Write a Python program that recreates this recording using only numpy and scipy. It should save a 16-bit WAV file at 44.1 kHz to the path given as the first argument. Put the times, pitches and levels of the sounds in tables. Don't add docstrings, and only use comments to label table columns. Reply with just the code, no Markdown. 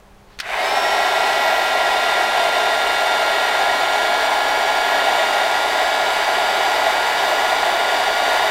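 import sys
import numpy as np
from scipy import signal
from scipy.fft import rfft, irfft
from scipy.io import wavfile

SR = 44100
rng = np.random.default_rng(int(sys.argv[2]) if len(sys.argv) > 2 else 0)


def unload_wav(signal):
    wavfile.write(
        sys.argv[1],
        SR,
        np.round(np.clip(np.atleast_2d(signal).T, -1, 1) * 32767).astype(np.int16),
    )


N = 374850
T = np.arange(N) / SR
HZ = np.maximum(np.arange(N // 2 + 1) * SR / N, 1)


def undb(db):
    return 10 ** (np.asarray(db) / 20)


def unit(x):
    return x / np.std(x)


def curve(rows, at=T):
    return np.interp(at, *np.transpose(rows))


def bell(x, centre, width):
    return np.exp(-((x - centre) / width) ** 2)


def noise():
    return rng.standard_normal(N)


def walk(rate_hz):
    return np.sqrt(3 / 2) * np.interp(T * rate_hz, np.arange(2048), rng.standard_normal(2048))


def spectrum(points):
    hz, db = np.transpose(points)
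    return np.interp(np.log(HZ), np.log(hz), db)


def colour(x, density_db):
    cepstrum = irfft(np.log(undb(density_db) * np.sqrt(SR / 2)), N)
    cepstrum[1:N // 2] *= 2
    cepstrum[N // 2 + 1:] = 0
    response = irfft(np.exp(rfft(cepstrum)), N)
    return signal.fftconvolve(x, response[:N // 20])[:N]


# frequency in Hz, density in dB per Hz.
ROOM_NOISE = [(20, -71.5), (40, -65.5), (62, -74), (82, -78.5), (115, -74), (170, -81), (260, -85.5),
              (420, -83), (850, -81.5), (1200, -85), (2500, -93.5), (5000, -100), (15000, -110)]
# frequency in Hz, rms level in dB.
COOLER_TONES = [(199.2, -60), (403.7, -64), (570.6, -69), (845.2, -67), (1001, -70)]


def workshop():
    hum = 0
    for hz, db in COOLER_TONES:
        amplitude = np.sqrt(2) * undb(db + 0.99 * walk(6.1))
        hum += amplitude * np.sin(2 * np.pi * hz * T + 0.47 * walk(4))
    return colour(noise(), spectrum(ROOM_NOISE)) + hum


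# frequency in Hz, relative level in dB.
SWITCH_NOISE = [(300, -36), (900, -23), (1500, 6), (4500, 5), (7000, -10), (15000, -24)]


def thumb(at_s, width_s, db):
    rub = unit(colour(noise(), spectrum(SWITCH_NOISE)))
    return rub * undb(db) * bell(T, at_s, width_s)


# start in seconds, peak level in dB.
SNAPS = [(.3891, -18.5), (.4007, -10.5)]
# frequency in Hz, relative level in dB, T60 in seconds.
SHELL_MODES = [(1510, -3, 0.04), (2080, -11, .05), (2940, -11, .014), (3900, -13, .06), (4230, -3, .012),
               (5100, -22, .045), (8457, -14, 0.042)]


def switch(crack_db, rattle_db, rattle_t60_s, room_db, room_t60_s):
    out = np.zeros(N)
    for start_s, peak_db in SNAPS:
        age_s = np.maximum(T - start_s, 0)
        ring = sum(undb(db - 60 * age_s / t60_s) * np.sin(2 * np.pi * hz * age_s)
                   for hz, db, t60_s in SHELL_MODES)
        crack = undb(crack_db) * np.exp(-age_s / .0006)
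        tail = undb(rattle_db - 60 * age_s / rattle_t60_s) + undb(room_db - 60 * age_s / room_t60_s)
        hiss = unit(colour(noise(), spectrum(SWITCH_NOISE)))
        snap = ring + hiss * (crack + tail) * (T > start_s)
        out += undb(peak_db) * snap / np.abs(snap).max()
    return out


def brushes(turns, sparks_per_s, scatter_db, bite, mains_depth):
    angle = 2 * np.pi * turns
    contact = np.exp(bite * np.cos(5 * angle) + .38 * np.cos(angle))
    sparks = rng.random(N) < sparks_per_s / SR * contact / contact.mean()
    size = undb(scatter_db * np.clip(noise(), -2, 2)) * np.sign(noise())
    ripple = np.cos(2 * np.pi * 120 * T)
    return unit(sparks * size * (1 + mains_depth * ripple))


# frequency in Hz, relative level in dB.
MOTOR_RASP = [(200, -39), (650, -1), (1000, 1), (1600, 8), (2600, 5), (3300, -12), (12000, -42)]
CHIRP_ORDERS = (9, 12)


def run_up(spin, turns, can_hz, can_width_hz, chirp_db, rasp_db):
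    strain = spin ** 1.5 * (1 - spin) ** .85
    shaft_hz = np.gradient(turns) * SR
    chirps = 0
    for order in CHIRP_ORDERS:
        detuning = 2 * (order * shaft_hz - can_hz) / can_width_hz
        chirps += np.sin(2 * np.pi * order * turns + .5 * walk(90)) / (1 + detuning ** 2)
    ticks = brushes(turns, sparks_per_s=3600, scatter_db=1.5, bite=0.83, mains_depth=.1)
    rasp = unit(colour(ticks, spectrum(MOTOR_RASP)))
    return strain * (undb(chirp_db) * spin ** 2 * chirps + undb(rasp_db) * rasp)


# frequency in Hz, density in dB per Hz.
AIR_NOISE = [(150, -77.3), (250, -69.5), (400, -66.5), (520, -66.5), (620, -65), (850, -54.5),
             (1200, -64.5), (2000, -62), (3700, -65), (5000, -75), (6500, -75.5), (9000, -77.5),
             (12500, -84), (15500, -88)]
# frequency in Hz, width in Hz, gain in dB.
HOUSING_MODES = [(409.0, 124, 9.5), (642.0, 179.0, 15.0), (761.5, 169, 7.0), (1027, 175, 7.5),
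                 (1298, 83, 7.5), (1618, 250, 8.5), (1910, 101, 10.0), (2097, 67, 6.0), (2440, 290, 2.0),
                 (2993, 130, 7.0), (3670, 520, 5.5), (4790, 610, 7.0), (5750, 650, 4.0), (7550, 240, 2.0),
                 (8210, 120, 4.5), (11800, 340, 6.0), (897, 43, -5.5), (938, 30, 4), (1775, 49, -3.5)]
# gun height in metres, frequency in Hz, width in Hz, added gain.
VENT_MODES = [(0.185, 1940, 100, 0.51), (0.18, 3660, 130, 0.32), (0.195, 8450, 240, .45),
              (0.26, 4700, 170, 0.42), (.125, 7400, 200, 0.41), (.21, 13600, 700, .25)]
# time in seconds, height in metres.
GUN_HEIGHT = [(0, 0.094), (2.7, 0.18), (4.7, 0.25), (5.9, 0.12), (8.5, 0.17)]


def air_rush(spin, turns, crossover_hz, crackle_share, vent_beam_m):
    housing_db = sum(db / (1 + (2 * (HZ - hz) / width_hz) ** 2) for hz, width_hz, db in HOUSING_MODES)
    low_cut_db = 10 * np.log10(1 + (150 / HZ) ** 4)
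    body_db = spectrum(AIR_NOISE) + housing_db - low_cut_db
    tick_share = crackle_share / (1 + (crossover_hz / HZ) ** 3)
    blast = noise() * spin ** 1.9 * undb(0.47 * walk(10))
    ticks = brushes(turns, sparks_per_s=3500, scatter_db=1.4, bite=.65, mains_depth=0.062)
    ticks *= spin ** 1.7 * undb(0.52 * walk(22))
    out = colour(blast, body_db + 10 * np.log10(1 - tick_share))
    out += colour(ticks, body_db + 10 * np.log10(tick_share + 1e-6))
    for facing_m, hz, width_hz, gain in VENT_MODES:
        resonance = signal.lfilter(*signal.iirpeak(hz, hz / width_hz, SR), out)
        out += gain * bell(curve(GUN_HEIGHT), facing_m, vent_beam_m) * resonance
    return out


def bench_echoes(x, gain, count, above_hz, cycle_m, sound_m_per_s=343):
    height_m = curve(GUN_HEIGHT)
    treble = irfft(rfft(x) / (1 + (above_hz / HZ) ** 4), N)
    echoes = 0
    for detour_m, offset in rng.random((count, 2)):
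        lag = int((detour_m + height_m.min()) / sound_m_per_s * SR)
        facing = np.sqrt(2) * np.cos(2 * np.pi * (height_m / cycle_m + offset))
        echoes += gain * facing * np.pad(treble, (lag, 0))[:N]
    return x - treble + (treble + echoes) / np.sqrt(1 + count * gain ** 2)


def brush_squeal(turns, order, at_s, width_s, db, jitter_rad):
    phase = 2 * np.pi * order * turns + jitter_rad * walk(160)
    return undb(db) * bell(T, at_s, width_s) * np.sqrt(2) * np.sin(phase)


# shaft multiple, base level in dB, swing with height in dB,
# lobe centre height in metres, drift in dB per second.
LEADING_TONES = [(3, -31, 2.8, 0.25, -0.0), (4, -44.5, 0, 0.19, 2), (5, -29, 0.94, 0.19, -0.33),
                 (6, -33.5, 3, 0.079, 0.4), (7, -40, 6.5, 0.14, -0.9), (8, -34, 1, 0.24, -0.05),
                 (9, -47, 3, 0.143, -2.1), (10, -39.5, 3, 0.18, -0.1), (12, -43, 3.5, 0.095, 1.3),
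                 (13, -41.5, 6, 0.2, -0.3), (14, -47.5, 4, 0.1, 0.5), (15, -44, 2.5, 0.21, -1.9),
                 (16, -43.5, 1, 0.084, 1.24), (17, -49.5, 6, 0.12, 1.2), (18, -57, 6, 0.136, 0),
                 (19, -52.5, 4, 0.13, -0.8), (20, -50.5, 1.5, 0.16, -1.6), (21, -57.5, 2, 0.13, 1.9),
                 (24, -54.5, 4, 0.219, 1.5), (26, -53, 2, 0.109, 0.5), (39, -70, 4, 0.13, 3),
                 (48, -59, 1.2, 0.22, 2), (50, -62, -1, 0.085, -2)]
# shaft multiple, base level in dB.
WEAK_TONES = [(1, -53), (11, -53), (22, -61), (28, -62), (32, -69), (46, -68), (55, -76)]


def whine(spin, turns, flutter_db, wander_db, weak_swing_db, gain_db, lobe_m, drift_zero_s):
    out, height_m = 0, curve(GUN_HEIGHT)
    leading = {round(order): rest for order, *rest in LEADING_TONES}
    for order in range(1, 56):
        weak = curve(WEAK_TONES, order), weak_swing_db, rng.random() * lobe_m, 0
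        base_db, swing_db, centre_m, drift_db_per_s = leading.get(order, weak)
        db = base_db + swing_db * np.cos(2 * np.pi * (height_m - centre_m) / lobe_m)
        db += drift_db_per_s * (T - drift_zero_s)
        db += flutter_db * walk(25)
        db += wander_db * order / 55 * walk(4)
        phase = 2 * np.pi * (order * turns + rng.random()) + 0.13 * walk(30)
        out += undb(db) * np.sqrt(2) * np.sin(phase)
    return out * undb(gain_db) * spin ** 12


def scene():
    on_s, spin_up_tau_s = .402, .103
    shaft_hz, creep_hz_per_s = 277.25, 1.0
    running_s = np.maximum(T - on_s, 0)
    spin = 1 - np.exp(-running_s / spin_up_tau_s)
    turns = np.cumsum(spin * (shaft_hz + creep_hz_per_s * running_s + .08 * walk(9))) / SR
    air = air_rush(spin, turns, crossover_hz=1440, crackle_share=0.58, vent_beam_m=0.038)
    gun = bench_echoes(air, gain=.1, count=12, above_hz=4000, cycle_m=0.24)
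    gun += whine(spin, turns, flutter_db=0.85, wander_db=2.5, weak_swing_db=4.5, gain_db=0.38,
                 lobe_m=.16, drift_zero_s=4.16)
    gun += run_up(spin, turns, can_hz=2250, can_width_hz=600, chirp_db=-7, rasp_db=-14.5)
    gun += brush_squeal(turns, order=20, at_s=.8, width_s=0.22, db=-37, jitter_rad=0.67)
    snaps = switch(crack_db=-5, rattle_db=6, rattle_t60_s=0.04, room_db=-16, room_t60_s=.2)
    mono = gun + snaps + thumb(at_s=0.337, width_s=0.053, db=-55) + workshop()
    return np.array([mono, mono])


def record(dry):
    return signal.sosfilt(signal.ellip(12, .1, 80, 15800, fs=SR, output="sos"), dry)


dry = scene()
out = record(dry)
unload_wav(out)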